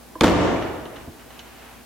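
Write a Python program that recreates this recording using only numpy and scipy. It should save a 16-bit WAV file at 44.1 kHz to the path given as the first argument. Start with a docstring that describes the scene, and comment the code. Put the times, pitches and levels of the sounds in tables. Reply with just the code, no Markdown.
"""Car door slam in a brick workshop

An old car's steel door is slammed once: the latch touches, cracks over its striker, and the door judders in
its frame. Steel rings as decaying cosines; sheet metal, rattle and small clicks are shaped, dying noise.
The hall is a decaying stereo noise tail, and an automatic gain control ducks and recovers. Then come
small clicks, a soft footfall and a sleeve's rustle, over steady air noise and hum."""
import sys
import numpy as np
from scipy import signal
from scipy.fft import rfft, irfft, next_fast_len
from scipy.io import wavfile
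from scipy.ndimage import minimum_filter1d

SR = 44100
rng = np.random.default_rng(int(sys.argv[2]) if len(sys.argv) > 2 else 0)


def file_out(sig):
    """Save sig as 16-bit WAV at sys.argv[1]."""
    # one column per channel
    cols = np.atleast_2d(sig).T
    # limit, then scale
    lim = np.clip(cols, -1, 1)
    pcm = np.round(lim * 32767).astype(np.int16)
    wavfile.write(sys.argv[1], SR, pcm)


N = 81585  # length in samples


def amp(db):
    """Decibels to gain."""
    return 10 ** (np.asarray(db) / 20)


def unit(x):
    """Scale to rms 1."""
    return x / np.sqrt(np.mean(x ** 2) + 1e-20)


def along(points, hz):
    """Read (Hz, value) points on a log frequency axis."""
    point_hz, values = np.transpose(points)
    return np.interp(np.log(hz + 1), np.log(point_hz + 1), values)


def since(start_s):
    """Seconds since start_s, zero before it."""
    return np.maximum(np.arange(N) / SR - start_s, 0)


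def place(x, start_s):
    """Delay x to start at start_s."""
    delay = max(round(start_s * SR), 0)
    return np.pad(x, ((0, 0), (delay, 0)))[:, :N]


def filtered(x, response):
    """Multiply the spectrum of x by a response of frequency."""
    size = next_fast_len(N + SR // 2)
    hz = np.fft.rfftfreq(size, 1 / SR)
    return irfft(rfft(x, size) * response(hz), size)[..., :N]


def noise(spectrum, alike, tilt_db=0):
    """Stereo noise of rms 1 with a colour, a tilt in dB per octave and a left-right likeness."""
    def mid_side(hz):
        colour = amp(along(spectrum, hz) + tilt_db * np.log2(hz + 1))
        # sharing power between mid and side by this angle sets the correlation
        angle = np.arccos(np.clip(along(alike, hz), -1, 1)) / 2
        return colour * [np.cos(angle), np.sin(angle)]

    mid, side = filtered(rng.standard_normal((2, N)), mid_side)
    return unit(np.array([mid + side, mid - side]))


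def fade(t, t60):
    """Exponential decay, down 60 dB after t60 seconds."""
    return np.exp(-np.log(1000) * t / t60)


def dying(x, t60s):
    """Let each frequency of x die at its own speed."""
    hz, t, bins = signal.stft(x, SR, nperseg=512)
    decay = fade(t, along(t60s, hz)[:, None])
    return signal.istft(bins * decay, SR, nperseg=512)[1][:, :N]


def ring(modes, start_s, attack_s, scatter_db=1):
    """Damped modes build up from rest, their levels scattered a little at each strike."""
    t = np.arange(N) / SR
    waves = 0
    for hz, db, t60 in modes:
        level = amp(db + scatter_db * rng.standard_normal())
        waves = waves + level * fade(t, t60) * np.cos(2 * np.pi * hz * t)
    return place(waves[None] * (1 - np.exp(-t / attack_s)), start_s)


# The workshop air at the microphone. Each row: frequency in Hz, relative level in dB per Hz.
AIR_SPECTRUM = [(25, -13), (60, -10.5), (110, -6), (180, -6.5), (260, -4.5), (400, -6), (800, -9.5),
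                (1400, -15.5), (2500, -18.5), (7500, -23), (12500, -22), (16000, -26)]
# How alike the air is left and right. Each row: frequency in Hz, correlation from 0 to 1.
AIR_ALIKE = [(60, 0.4), (300, 0.2), (1500, 0.67), (10000, 0.16)]
# The hum of the shop's machines. Each row: frequency in Hz, level in dB rms.
HUM_TONES = [(59.4, -57), (241, -57.5), (786, -63.5)]


def background():
    """Steady coloured air noise, with sine tones for the hum of the shop's machines."""
    hum = 0
    for hz, db in HUM_TONES:
        phase = rng.random()  # in cycles
        hum = hum + amp(db) * np.sqrt(2) * np.sin(2 * np.pi * (hz * since(0) + phase))
    return amp(-46.5) * noise(AIR_SPECTRUM, AIR_ALIKE) + hum


# How long the brick hall rings on. Each row: frequency in Hz, t60 in seconds.
HALL_T60 = [(60, .9), (180, 1.0), (330, 1.23), (900, 1.25), (2000, 1.2), (4000, 1), (8000, 0.87),
            (15000, 0.58)]
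# Colour of the hall. Each row: frequency in Hz, relative level in dB.
HALL_COLOUR = [(45, 8.5), (110, 9.5), (190, 2), (340, 3.5), (600, 1.5), (1200, 1), (2000, 1.5),
               (4000, -1.5), (7000, 1), (15000, -5.5)]
# How alike the hall is left and right. Each row: frequency in Hz, correlation from 0 to 1.
HALL_ALIKE = [(60, 0.87), (250, 0.59), (1000, 0.6), (4000, 0.15), (10000, .1)]
HALL_BUILD_S = 0.023
# the far wall sends back a soft swell, a bell curve in time
FAR_WALL_S, FAR_WALL_DB, FAR_WALL_SPREAD_S = 0.21, 2.5, 0.057


def hall(x):
    """The workshop's reverberation builds up, swells as the far wall answers, and dies slowly."""
    t = since(0)
    bell = np.exp(-((t - FAR_WALL_S) / FAR_WALL_SPREAD_S) ** 2 / 2)
    tail = dying(noise(HALL_COLOUR, HALL_ALIKE), HALL_T60)
    tail = tail * (1 - np.exp(-t / HALL_BUILD_S)) * amp(FAR_WALL_DB * bell)
    mono = x.mean(0)[None]
    return signal.fftconvolve(mono, tail / np.linalg.norm(tail), axes=1)[:, :N]


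# A sleeve sweeps by. Each row: time of its peak in seconds, level in dB, half length in seconds.
SLEEVE_SWEEPS = [(0.99, -48, 0.051), (1.209, -49.5, 0.02), (1.366, -48.5, 0.054), (1.477, -55, 0.03),
                 (1.662, -47.5, .11)]
# Colour of the cloth. Each row: frequency in Hz, relative level in dB per Hz.
CLOTH_SPECTRUM = [(150, -34), (800, 3), (1600, 0.5), (2600, -0.5), (4500, -15), (12000, -23)]
# A soft footfall on the floor. Each row: frequency in Hz, level in dB, t60 in seconds.
STEP_MODES = [(89.5, 1, 0.087), (136, -4.5, 0.091), (241, 2, 0.062), (666, -7, 0.053)]
STEP_S, STEP_DB = 1.076, -29


def movement():
    """The man's sleeve is cloth noise swelling and fading; his foot is a few damped low modes."""
    t = since(0)
    sweep = 0
    for peak_s, db, half_s in SLEEVE_SWEEPS:
        sweep = sweep + amp(db) * np.exp(-((t - peak_s) / half_s) ** 2 / 2)
    rustle = sweep * noise(CLOTH_SPECTRUM, AIR_ALIKE)
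    step = amp(STEP_DB) * ring(STEP_MODES, STEP_S, attack_s=0.0019)
    return rustle + step


# Small clicks at the car's side. Each row: start in seconds, level in dB,
# brightness in dB per octave, t60 in seconds.
CLICKS = [(.624, -28.5, -2.5, .05), (.855, -37, -2, 0.095), (.961, -36, -2, .1), (1.194, -52.5, 1, 0.12),
          (1.304, -42.5, -1, 0.14), (1.392, -36, 3.5, 0.068)]
# Colour of the clicks. Each row: frequency in Hz, relative level in dB per Hz.
CLICK_SPECTRUM = [(200, -4), (900, -2.5), (2000, -4), (2450, -14.5), (2900, 4), (3300, -8), (4100, -6),
                  (5000, -20), (6300, -9.5), (8000, -48), (15000, -33)]
# How alike direct sound is left and right. Each row: frequency in Hz, correlation from 0 to 1.
DIRECT_ALIKE = [(100, 0.91), (1000, 0.87), (3000, 0.89), (9000, 0.18)]


def clicks():
    """Short ticks of decaying noise with a colour peak near 3 kHz."""
    out = 0
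    for start_s, db, tilt_db, t60 in CLICKS:
        tick = noise(CLICK_SPECTRUM, DIRECT_ALIKE, tilt_db) * fade(since(0), t60)
        out = out + place(amp(db) * tick, start_s)
    return out


# The latch at first touch. Each row: frequency in Hz, level in dB, t60 in seconds.
TOUCH_MODES = [(320, -5, 0.083), (505, -9, 0.062), (630, -9.5, 0.061), (1020, 0, 0.053), (1090, -6, 0.028),
               (1630, -10, 0.022)]
TOUCH_S, TOUCH_DB = 0.154, -22.5
# The latch snaps over the striker. Each row: start in seconds, level in dB.
SNAPS = [(0.208, -18), (0.21, -6), (0.2109, -26)]
# The latch steel. Each row: frequency in Hz, level in dB, t60 in seconds.
LATCH_MODES = [(1170, 0, 0.018), (1930, -20, 0.035), (2350, -1, 0.012), (3150, -3, 0.0087),
               (3480, -6, 0.014), (4180, -21, 0.015), (6400, -11.5, 0.0087), (7960, -18, 0.011),
               (10200, -19, 0.011)]
# Loose glass and linkage inside the door, a colour that the latch's crack shares.
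# Each row: frequency in Hz, relative level in dB per Hz.
RATTLE_SPECTRUM = [(200, -53), (1200, 4.5), (2200, 1.5), (3600, 1.5), (4900, -5), (6600, -7), (8500, -15),
                   (15000, -30)]
CRACK_DB, CRACK_T60_S = -4, 0.0061
LATCH_HALL_DB = -4


def latch():
    """The latch rings at a soft touch, then snaps over the striker as steel modes and a noise crack."""
    touch = amp(TOUCH_DB) * ring(TOUCH_MODES, TOUCH_S, attack_s=0.0035)
    out = touch * np.ones((2, 1))  # same on both sides
    for start_s, db in SNAPS:
        crack = place(noise(RATTLE_SPECTRUM, DIRECT_ALIKE) * fade(since(0), CRACK_T60_S), start_s)
        steel = ring(LATCH_MODES, start_s, attack_s=0.00019)
        out = out + amp(db) * (steel + amp(CRACK_DB) * crack)
    return out + amp(LATCH_HALL_DB) * hall(out)


# The door lands in its frame and judders. Each row: start in seconds, sheet metal level in dB,
# rattle level in dB, panel thump level in dB.
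BLOWS = [(.211, -16, -30, -17), (0.2334, -11.5, -23.5, -11.5), (.243, -6.5, -17.5, -9.5),
         (0.2514, -9.5, -19, -14), (.261, -10, -18, -15), (.279, -9.5, -21, -15)]
# Door skin and body shell. Each row: frequency in Hz, level in dB, t60 in seconds.
PANEL_MODES = [(55.9, -22, 0.74), (92, -13, 1), (150, -32, 0.55), (175.6, -8, 0.55), (223.1, -4.5, 0.2),
               (297.2, 3, 0.29), (331.2, -3, 0.23), (458, -5, 0.47), (499.3, -10, 0.47), (610, -16, 0.18),
               (904, -16, 0.66), (1250, -15, 0.25)]


def shell():
    """Every blow thumps the damped modes of the door skin and the body behind it."""
    return sum(amp(thump_db) * ring(PANEL_MODES, start_s, attack_s=0.0014)
               for start_s, _, _, thump_db in BLOWS)


# Crowded higher modes of the sheet metal. Each row: frequency in Hz, relative level in dB per Hz.
SHEET_SPECTRUM = [(20, -24), (45, -8.5), (90, -6.5), (170, -2), (320, 4.5), (450, 1.5), (800, -0.5),
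                  (1300, -6), (2000, -13.5), (4000, -27.5), (15000, -41)]
# How long the sheet metal rings. Each row: frequency in Hz, t60 in seconds.
SHEET_T60 = [(60, 0.28), (400, 0.22), (1500, 0.11), (8000, 0.3)]
RATTLE_T60_S, RATTLE_GRAIN_S, RATTLE_ROUGH_DB = 0.2, 0.0022, 7
DOOR_HALL_DB = -0.5


def door():
    """Each blow shakes the sheet metal and the loose parts, and sets the hall ringing."""
    t = since(0)
    out = np.zeros((2, N))
    for start_s, sheet_db, rattle_db, _ in BLOWS:
        sheet = dying(noise(SHEET_SPECTRUM, DIRECT_ALIKE), SHEET_T60)
        sheet = sheet * (1 - np.exp(-t / 0.00033))
        # random levels, one per grain, make the rattle uneven
        grains = np.interp(t / RATTLE_GRAIN_S, np.arange(N), rng.standard_normal(N))
        chatter = unit(amp(RATTLE_ROUGH_DB * grains))
        rattle = noise(RATTLE_SPECTRUM, DIRECT_ALIKE) * chatter * fade(t, RATTLE_T60_S)
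        blow = place(amp(sheet_db) * sheet + amp(rattle_db) * rattle, start_s)
        out += blow + amp(DOOR_HALL_DB) * hall(blow)
    return out


LATCH_PAN_DB = -2  # left minus right, for the latch and the clicks beside it
CLICK_HALL_DB = -4.5


def scene():
    """The slam and the small sounds after it, in the hall."""
    ticks = clicks()
    pan = amp(LATCH_PAN_DB * np.array([[0.5], [-0.5]]))
    slam = pan * (latch() + ticks) + door() + shell()
    tick_hall = amp(CLICK_HALL_DB) * hall(ticks)
    return slam + tick_hall + movement() + background()


LIMIT_DB, RECOVER_DB_PER_S, HOLD_S, ATTACK_S = -12.5, 26, 0.064, 0.0065
LOW_CUT_HZ, TOP_HZ = 40, 16300


def record(dry):
    """Gain control ducks on the slam, holds and creeps back; then the low cut and the band limit."""
    t = since(0)
    pole = np.exp(-1 / (ATTACK_S * SR))
    power = signal.lfilter([1 - pole], [1, -pole], np.mean(dry ** 2, 0))
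    over_db = np.maximum(10 * np.log10(power + 1e-12) - LIMIT_DB, 0)
    # hold the largest excess of the last HOLD_S
    hold = 2 * int(HOLD_S * SR / 2) + 1
    held_db = -minimum_filter1d(-over_db, hold, origin=hold // 2, mode="constant")
    # let the ducking shrink no faster than the recovery speed
    recovery_db = RECOVER_DB_PER_S * t
    duck_db = np.maximum.accumulate(held_db + recovery_db) - recovery_db

    def band(hz):
        low_cut = -hz ** 2 / (LOW_CUT_HZ ** 2 - hz ** 2 + 1j * hz * LOW_CUT_HZ)
        return low_cut * (hz < TOP_HZ)

    return filtered(dry * amp(-duck_db), band)


dry = scene()
out = record(dry)
file_out(out)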